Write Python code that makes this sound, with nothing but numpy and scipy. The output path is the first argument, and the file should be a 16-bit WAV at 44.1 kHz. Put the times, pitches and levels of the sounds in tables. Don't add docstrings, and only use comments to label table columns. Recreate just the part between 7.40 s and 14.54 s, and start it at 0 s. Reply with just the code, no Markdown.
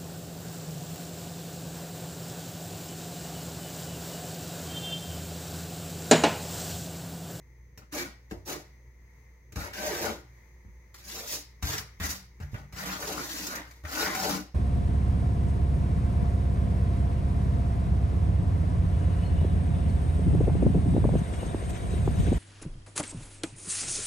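import sys
import numpy as np
from scipy import signal
from scipy.fft import rfft, irfft, next_fast_len
from scipy.io import wavfile
from scipy.ndimage import uniform_filter1d

SR = 44100
rng = np.random.default_rng(int(sys.argv[2]) if len(sys.argv) > 2 else 0)


def volts_from_decibels(level):
    exponent = np.asarray(level, float) / 20
    return 10 ** exponent


def digitize_waveform(pressure):
    field = np.atleast_2d(pressure).T
    bounded = np.clip(field, -1, 1)
    quanta = np.round(bounded * 32767).astype(np.int16)
    wavfile.write(sys.argv[1], SR, quanta)


N = 315046

# start in seconds, steel tick level in dB,
# then thud, board knock and grit crack, each in dB relative to the tick.
LANDINGS = [(0.3752, -48.5, 2, 0, 1.5), (0.4188, -50, -19, -4, -24), (0.5241, -52, -20, 12, 13),
            (0.9105, -39, 2, 9.5, -8), (1.072, -51, -17, 7.5, -9), (2.1216, -49, 5.5, 3, 0),
            (2.1582, -35, 7, -1.5, -5), (2.3325, -36, -16, -13, -5.5), (3.2498, -66, 24.5, -8, -22),
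            (3.2805, -66.5, 23, -7, -27), (3.543, -46.5, -14, -6, 1), (4.2254, -31.5, 6.5, -12, -2),
            (4.6, -30, 4, -8.5, -9.5), (5.001, -43.5, 10, 0.5, -10.5), (5.024, -42, 5.5, -3.5, -13),
            (5.133, -51.5, 23.5, 0, -12), (5.142, -36, -3, 1.5, -18), (5.325, -45.5, 5.5, -5, -2),
            (6.4367, -43, 7, 2, -11), (6.4503, -31.5, -5.5, -14, -16.5)]
# start in seconds, steel tick level in dB, crack in dB relative to the tick.
CATCHES = [
    (2.4639, -29.5, -5),
    (4.3797, -34, 4.5),
    (5.4898, -28, -38),
    (5.6242, -30.5, -6),
    (6.0676, -45.5, 17),
    (6.1543, -34.5, 1),
    (6.3098, -47.5, -3.5),
    (6.7498, -26.5, -4),
]
# start in seconds,
# grit level in dB, then blade, boards and joists, each in dB relative to the grit.
SQUASHES = [(.38, -64, -1, 0, 0), (.896, -55.5, -12, 1, 0), (.915, -61, -5, 23, 19),
            (1.051, -44.5, -17, 1, -7), (2.16, -51, 9, 14.5, 17.5), (4.229, -50.5, 8, 11, 22.5),
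            (4.603, -44.5, 11, -3, 13.5), (5.004, -56.5, 3, 7.5, 23.5), (5.113, -55.5, -15, -15, 7),
            (5.141, -55, 9.5, 14.5, 18), (5.326, -58, -8, -10, 17), (6.44, -58.5, 6, 15, 14)]
# start in seconds, length in seconds, grit hiss level in dB,
# blade ring in dB relative to the grit, weight on the boards in dB relative to the grit.
DRAGS = [(0.535, .1, -39.5, 1, 3), (1.063, 0.083, -38.5, -5.5, 3.5), (2.154, 0.13, -46, 1, 1.5),
         (2.33, 0.13, -44.5, 1.5, 2.5), (2.394, 0.17, -39, 0, 2), (2.552, .16, -38.5, 0, 6.5),
         (3.534, 0.11, -57.5, -4, -8), (3.667, 0.19, -41.5, -9, -6.5), (3.885, 0.079, -34.5, -22, -13),
         (4.252, 0.12, -37, -2.5, -6.5), (4.62, 0.058, -37.5, -5, -5.5), (4.693, 0.037, -33.5, -10.5, -14),
         (5.368, 0.2, -42, 2.5, 2), (5.589, 0.24, -40.5, -1.5, 1.5), (5.797, 0.33, -40, -9.5, -3.5),
         (6.1, 0.1, -49, 10, 5), (6.233, 0.16, -62.5, -10, -1), (6.518, 0.19, -35.5, -0.5, -1),
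         (6.635, 0.073, -42, 8.5, 2), (6.752, .21, -35, -5, 4)]
# time in seconds, favoured board pitch in Hz.
BOARD_PITCH = [(.55, 540), (.67, 195), (1.1, 376), (2.2, 230), (2.34, 735), (2.6, 306), (3.67, 196),
               (3.8, 540), (4.25, 220), (4.36, 460), (4.65, 223), (5.5, 200), (5.63, 520), (5.76, 287),
               (6.61, 303), (6.66, 776), (6.81, 740), (6.88, 233)]
# time in seconds, favoured blade pitch in Hz.
BLADE_PITCH = [
    (.6, 1390),
    (2.5, 1580),
    (4.31, 1340),
    (4.72, 2230),
    (5.15, 1410),
    (5.4, 1970),
    (5.5, 1470),
    (5.95, 2220),
    (6.15, 1570),
    (6.7, 1450),
]
# frequency in Hz, level in dB per Hz.
GRIT_COLOUR = [(1530, -5.5), (2600, -1), (3330, -5), (3820, 1.5), (6130, 4), (7020, 3), (8280, -6),
               (9200, -6), (12200, -2.5), (15100, -3), (15700, -7)]
# frequency in Hz, level in dB, time to fade by 60 dB in seconds.
BLADE_MODES = [(1057, 4, 0.15), (1366, -4.5, 0.069), (1500, 22, 0.031), (1520, 17.5, 0.034),
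               (1646, 2, 0.26), (1910, 6, 0.42), (2003, 17.5, 0.0079), (2170, 6, 0.27), (2330, 3, 0.034),
               (2340, -67.5, 0.14), (2450, -3, 0.017)]
# frequency in Hz, level in dB, time to fade by 60 dB in seconds.
BOARD_MODES = [(188.7, 6, 0.2), (229.7, -1, .08), (302, 5, 0.12), (335, 3, 0.033), (359, 1.5, 0.11),
               (432, -2, 0.075), (484, -8, 0.14), (561, -3, 0.04), (619.8, -5.5, 0.23), (750, -4, .14),
               (813.7, -13.5, 0.14)]
# frequency in Hz, level in dB, time to fade by 60 dB in seconds.
JOIST_MODES = [(74.8, 4.5, 0.23), (93.5, -3, 0.48), (113, -14, 1), (141.4, -1, 0.36)]
# frequency in Hz, level in dB, time to fade by 60 dB in seconds.
THUMP_MODES = [(54.4, 6.5, 0.3), (77, 7.5, 0.13), (110, 4.5, 0.097), (147, -1, 0.087), (183, 0, 0.067),
               (234, -24.5, 0.0077)]
# multiple of the hum pitch, level in dB relative to the first tone.
HUM_OVERTONES = [(2, -13.5), (6, -24.5)]
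# frequency in Hz, level in dB.
WHINES = [
    (6102, -83.5),
    (6280, -84),
]
# frequency in Hz, level in dB per Hz.
FAN_COLOUR = [(360, -41), (620, -13), (802, -15.5), (881, -5.5), (1080, -11.5), (1120, -13), (1550, -18.5),
              (1880, -3.5), (2090, -1.5), (2860, -27), (5770, -23), (6260, -14), (7560, -31), (10000, -31),
              (15700, -24.5)]
# frequency in Hz, width in Hz, level in dB.
FAN_HOLLOWS = [(6700, 300, -0.5)]
# frequency in Hz, level in dB per Hz.
RUMBLE_COLOUR = [(20, -21), (38, 5), (52, 4.5), (75, 4.5), (95, 3.5), (125, 2.5), (220, -9), (360, -13),
                 (500, -9), (620, -24.5), (1200, -110)]
# frequency in Hz, time to fade by 60 dB in seconds.
ROOM_FADE = [(60, 0.13), (500, 0.38), (3000, 0.4), (15000, 0.076)]
# frequency in Hz, side level minus middle level in dB.
STEREO_WIDTH = [(60, -14), (110, -19), (200, -14), (380, -10), (700, -4.5), (1290, -0.5), (2380, -2.5),
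                (4400, 1.5), (8120, 0), (15000, -1.5)]
# frequency in Hz, left level minus right level in dB.
STEREO_LEAN = [(60, 0.5), (110, 0.0), (200, 1.5), (380, 1.5), (700, 2.0), (1290, 3.0), (2380, 2.0),
               (4400, 1.0), (8120, 0.0), (15000, -4.5)]

SIZE = next_fast_len(N + SR)
HZ = np.arange(SIZE // 2 + 1) * SR / SIZE
T = np.arange(N) / SR
SLOW = T[::32]
FAN_DB, RUMBLE_DB = -66, -61
HUM_HZ, HUM_WANDER_HZ, HUM_DB = 59.94, 0.404, -54
CATCH_THUD_DB, CATCH_KNOCK_DB = -19, -16
SQUASH_SWELL_S, SQUASH_DB_S = 0.012, 193
RISE_DB_S, ARCH_DB, FALL_DB_S = 300, 6, 246
SLUMP_DB, SLUMP_DB_S = -42.5, 119
BLADE_GROWTH_DB, BOARD_GROWTH_DB, JOIST_GROWTH_DB = 5, 5.5, 10.5
JOIST_DB, JOIST_PER_WEIGHT = -15, 0.97
BITE_LEAD_S, BITE_S = 0.017, 0.025
PLACES = 8


def unit(x):
    return x / np.sqrt(np.mean(x ** 2))


def on_hz(table):
    hz, value = np.transpose(table)
    return np.interp(np.log(HZ + 1), np.log(hz), value)


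def between(low_hz, high_hz, steepness):
    return 1 / (1 + (low_hz / (HZ + 1)) ** 4) / (1 + (HZ / high_hz) ** steepness)


def colour(x, gain):
    return irfft(rfft(x, SIZE) * gain, SIZE)[..., :N]


def walk(rate):
    hold = int(SR / rate)
    levels = np.repeat(rng.standard_normal(N // hold + 1), hold)
    return uniform_filter1d(levels, hold)[:N]


def ring(x, modes, wander_db, focus_hz=None, octaves=0.73, reach_db=13.0):
    db = np.array([mode_db + wander_db * walk(9.0) for _, mode_db, _ in modes])
    if focus_hz is not None:
        db = db + [reach_db * np.exp(-(np.log2(hz / focus_hz) / octaves) ** 2) for hz, _, _ in modes]
    drive = x * volts_from_decibels(db) / np.sqrt(np.sum(volts_from_decibels(db) ** 2, axis=0))
    out = 0
    for k, (hz, _, t60) in enumerate(modes):
        decay = 1000.0 ** (-1 / (t60 * SR))
        w = 2 * np.pi * hz / SR
        push = [np.sin(w) * np.sqrt(4 * (1 - decay))]
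        tone = signal.lfilter(push, [1, -2 * decay * np.cos(w), decay * decay], drive[k])
        out = out + (-1) ** k * tone
    return out


def ports(mid, side):
    side = side * volts_from_decibels(on_hz(STEREO_WIDTH))
    lean = volts_from_decibels(on_hz(STEREO_LEAN) / 2)
    return irfft(np.array([(mid + side) * lean, (mid - side) / lean]), SIZE)[:, :N]


def air(shape_db, db, flicker_db):
    noise = rng.standard_normal((2, N)) * volts_from_decibels(flicker_db * walk(4.19))
    mid, side = rfft(noise, SIZE) * volts_from_decibels(shape_db)
    return volts_from_decibels(db) * unit(ports(mid, side))


def fridge():
    turn = 2 * np.pi * np.cumsum(HUM_HZ + HUM_WANDER_HZ * walk(1.463)) / SR
    overtones = sum(volts_from_decibels(db + 2.9 * walk(3.6)) * np.sin(round(k) * turn) for k, db in HUM_OVERTONES)
    hum = np.sqrt(2) * volts_from_decibels(HUM_DB + 1.6 * walk(28.0)) * (np.sin(turn) + overtones)
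    whine = sum(volts_from_decibels(db + 2.2 * walk(15.0)) * np.sin(2 * np.pi * hz * T) for hz, db in WHINES)
    hollows = sum(db / (1 + (2 * (HZ - hz) / width) ** 2) for hz, width, db in FAN_HOLLOWS)
    fan = air(on_hz(FAN_COLOUR) + hollows, FAN_DB, flicker_db=2.8)
    rumble = air(on_hz(RUMBLE_COLOUR), RUMBLE_DB, flicker_db=0.0)
    return hum + whine + fan + rumble


def landings():
    tick, thud, knock, crack = np.zeros((4, N + SR))
    t = T[:SR // 10]
    catches = [(s, db, CATCH_THUD_DB, CATCH_KNOCK_DB, crack_db) for s, db, crack_db in CATCHES]
    hits = LANDINGS + catches
    noises = rng.standard_normal((len(hits), len(t)))
    for (s, db, thud_db, knock_db, crack_db), noise in zip(hits, noises):
        i = int(s * SR)
        thud[i] += volts_from_decibels(db + thud_db)
        tick[i:i + len(t)] += volts_from_decibels(db) * noise * np.exp(-t / 0.023)
        knock[i:i + len(t)] += volts_from_decibels(db + knock_db) * noise * np.exp(-t / 0.0066)
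        crack[i:i + len(t)] += volts_from_decibels(db + crack_db) * noise * np.exp(-t / 0.015)
    steel = volts_from_decibels(2.0) * colour(tick[:N], between(900, 2300, 6))
    floor = volts_from_decibels(27.5) * ring(thud[:N], THUMP_MODES, wander_db=3.5)
    board = volts_from_decibels(2.0) * ring(knock[:N], BOARD_MODES, wander_db=4.0)
    grit = volts_from_decibels(-3.5) * colour(crack[:N], volts_from_decibels(on_hz(GRIT_COLOUR)))
    return floor + board + steel + grit


def squash(s, db, *rel_db):
    t = np.maximum(SLOW - s, 0)
    grit = volts_from_decibels(db - SQUASH_DB_S * t) * (1 - np.exp(-t / SQUASH_SWELL_S))
    return grit * volts_from_decibels(np.array([0, *rel_db]))[:, None]


def drag(start, length, db, blade_db, weight_db):
    along = np.clip((SLOW - start) / length, 0, 1)
    before = np.maximum(start - SLOW, 0)
    after = np.maximum(SLOW - start - length, 0)
    fall = volts_from_decibels(-FALL_DB_S * after) + volts_from_decibels(SLUMP_DB - SLUMP_DB_S * after)
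    down = max(s for s, *_ in LANDINGS if s < start + 0.01)
    bite = np.clip((SLOW - down + BITE_LEAD_S) / BITE_S, 0, 1) ** 2
    grit = volts_from_decibels(db - ARCH_DB * (2 * along - 1) ** 2 - RISE_DB_S * before) * fall * bite
    heap = along - 0.5
    blade = blade_db + BLADE_GROWTH_DB * heap
    board = weight_db + BOARD_GROWTH_DB * heap
    joist = JOIST_DB + JOIST_PER_WEIGHT * weight_db + JOIST_GROWTH_DB * heap
    return grit * volts_from_decibels(np.array([0 * along, blade, board, joist]))


def contact():
    moves = [drag(*row) for row in DRAGS] + [squash(*row) for row in SQUASHES]
    power = sum(gains ** 2 for gains in moves)
    return [np.interp(T, SLOW, np.sqrt(p)) for p in power]


def grains(share, spread_db, patchy_db, rate):
    hit = (rng.random(N) < share) * rng.standard_normal(N)
    size = np.minimum(rng.exponential(size=N), 4)
    return unit(hit * volts_from_decibels(spread_db * size + patchy_db * walk(rate)))


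def scrape():
    hiss, steel, wood, beam = contact()
    blade_hz = np.interp(T, *np.transpose(BLADE_PITCH))
    board_hz = np.interp(T, *np.transpose(BOARD_PITCH))
    fine = grains(0.4, spread_db=1.1, patchy_db=1.94, rate=82.0)
    fine = fine + volts_from_decibels(-20.5) * grains(0.002, spread_db=5.5, patchy_db=-4.0, rate=18.0)
    coarse = grains(0.15, spread_db=0.67, patchy_db=0.5, rate=45.0)
    grit = volts_from_decibels(-2.5) * unit(colour(fine, volts_from_decibels(on_hz(GRIT_COLOUR)))) * hiss

    on_steel = unit(fine + 1.76 * coarse) * steel
    blade = volts_from_decibels(-6.5) * ring(on_steel, BLADE_MODES, 8.9, blade_hz, octaves=0.15, reach_db=6)
    blade = blade + volts_from_decibels(6.5) * colour(on_steel, between(1000, 2800, 4))

    on_wood = coarse * wood
    board = volts_from_decibels(-1.0) * ring(on_wood, BOARD_MODES, 4.0, board_hz, octaves=0.39, reach_db=13)
    board = board + volts_from_decibels(7.5) * colour(on_wood, between(160, 850, 6))
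    joists = volts_from_decibels(-0.5) * ring(coarse * beam, JOIST_MODES, wander_db=5.0)
    return grit + blade + board + joists


def room(x, wet_db, near_db):
    t = T[:SR // 2]
    hz = np.arange(SR // 4 + 1) * 2.0 + 1
    noise = rfft(rng.standard_normal((PLACES, 2, len(t))))
    fade_hz, fade_s = np.transpose(ROOM_FADE)
    tail = 0
    for low in 45 * 2.0 ** np.arange(9):
        band = irfft(noise * ((hz >= low) & (hz < 2 * low)), len(t))
        t60 = np.interp(np.log(low), np.log(fade_hz), fade_s)
        tail = tail + band * 1000.0 ** (-t / t60) * np.sqrt(2 * np.log(1000) / t60 / SR)
    near = rng.standard_normal(tail.shape) * np.exp(-t / 0.0028)
    near = near / np.sqrt(np.sum(near ** 2, axis=-1, keepdims=True))
    paths = near * volts_from_decibels([[near_db], [1.5]]) + volts_from_decibels(wet_db) * tail
    place = np.array([walk(30.0) for _ in range(PLACES)])
    place = place / np.sqrt(np.sum(place ** 2, axis=0))
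    echoes = sum(rfft(x * share, SIZE) * rfft(path, SIZE) for share, path in zip(place, paths))
    mid = echoes[0] / (1 + (250 / (HZ + 1)) ** 2) + rfft(x, SIZE)
    return mid, echoes[1]


def scene():
    trowel = landings() + scrape()
    mid, side = room(trowel, wet_db=-6.5, near_db=-6.5)
    return ports(mid, side) + fridge()


def low_pass(x):
    return signal.sosfilt(signal.butter(12, 16860, fs=SR, output="sos"), x)


def record(dry):
    bass_cut = 1 / np.sqrt(1 + (42 / (HZ + 1)) ** 8)
    mix = colour(dry, (HZ < 15800) * bass_cut)
    return low_pass(mix)


dry = scene()
out = record(dry)
digitize_waveform(out)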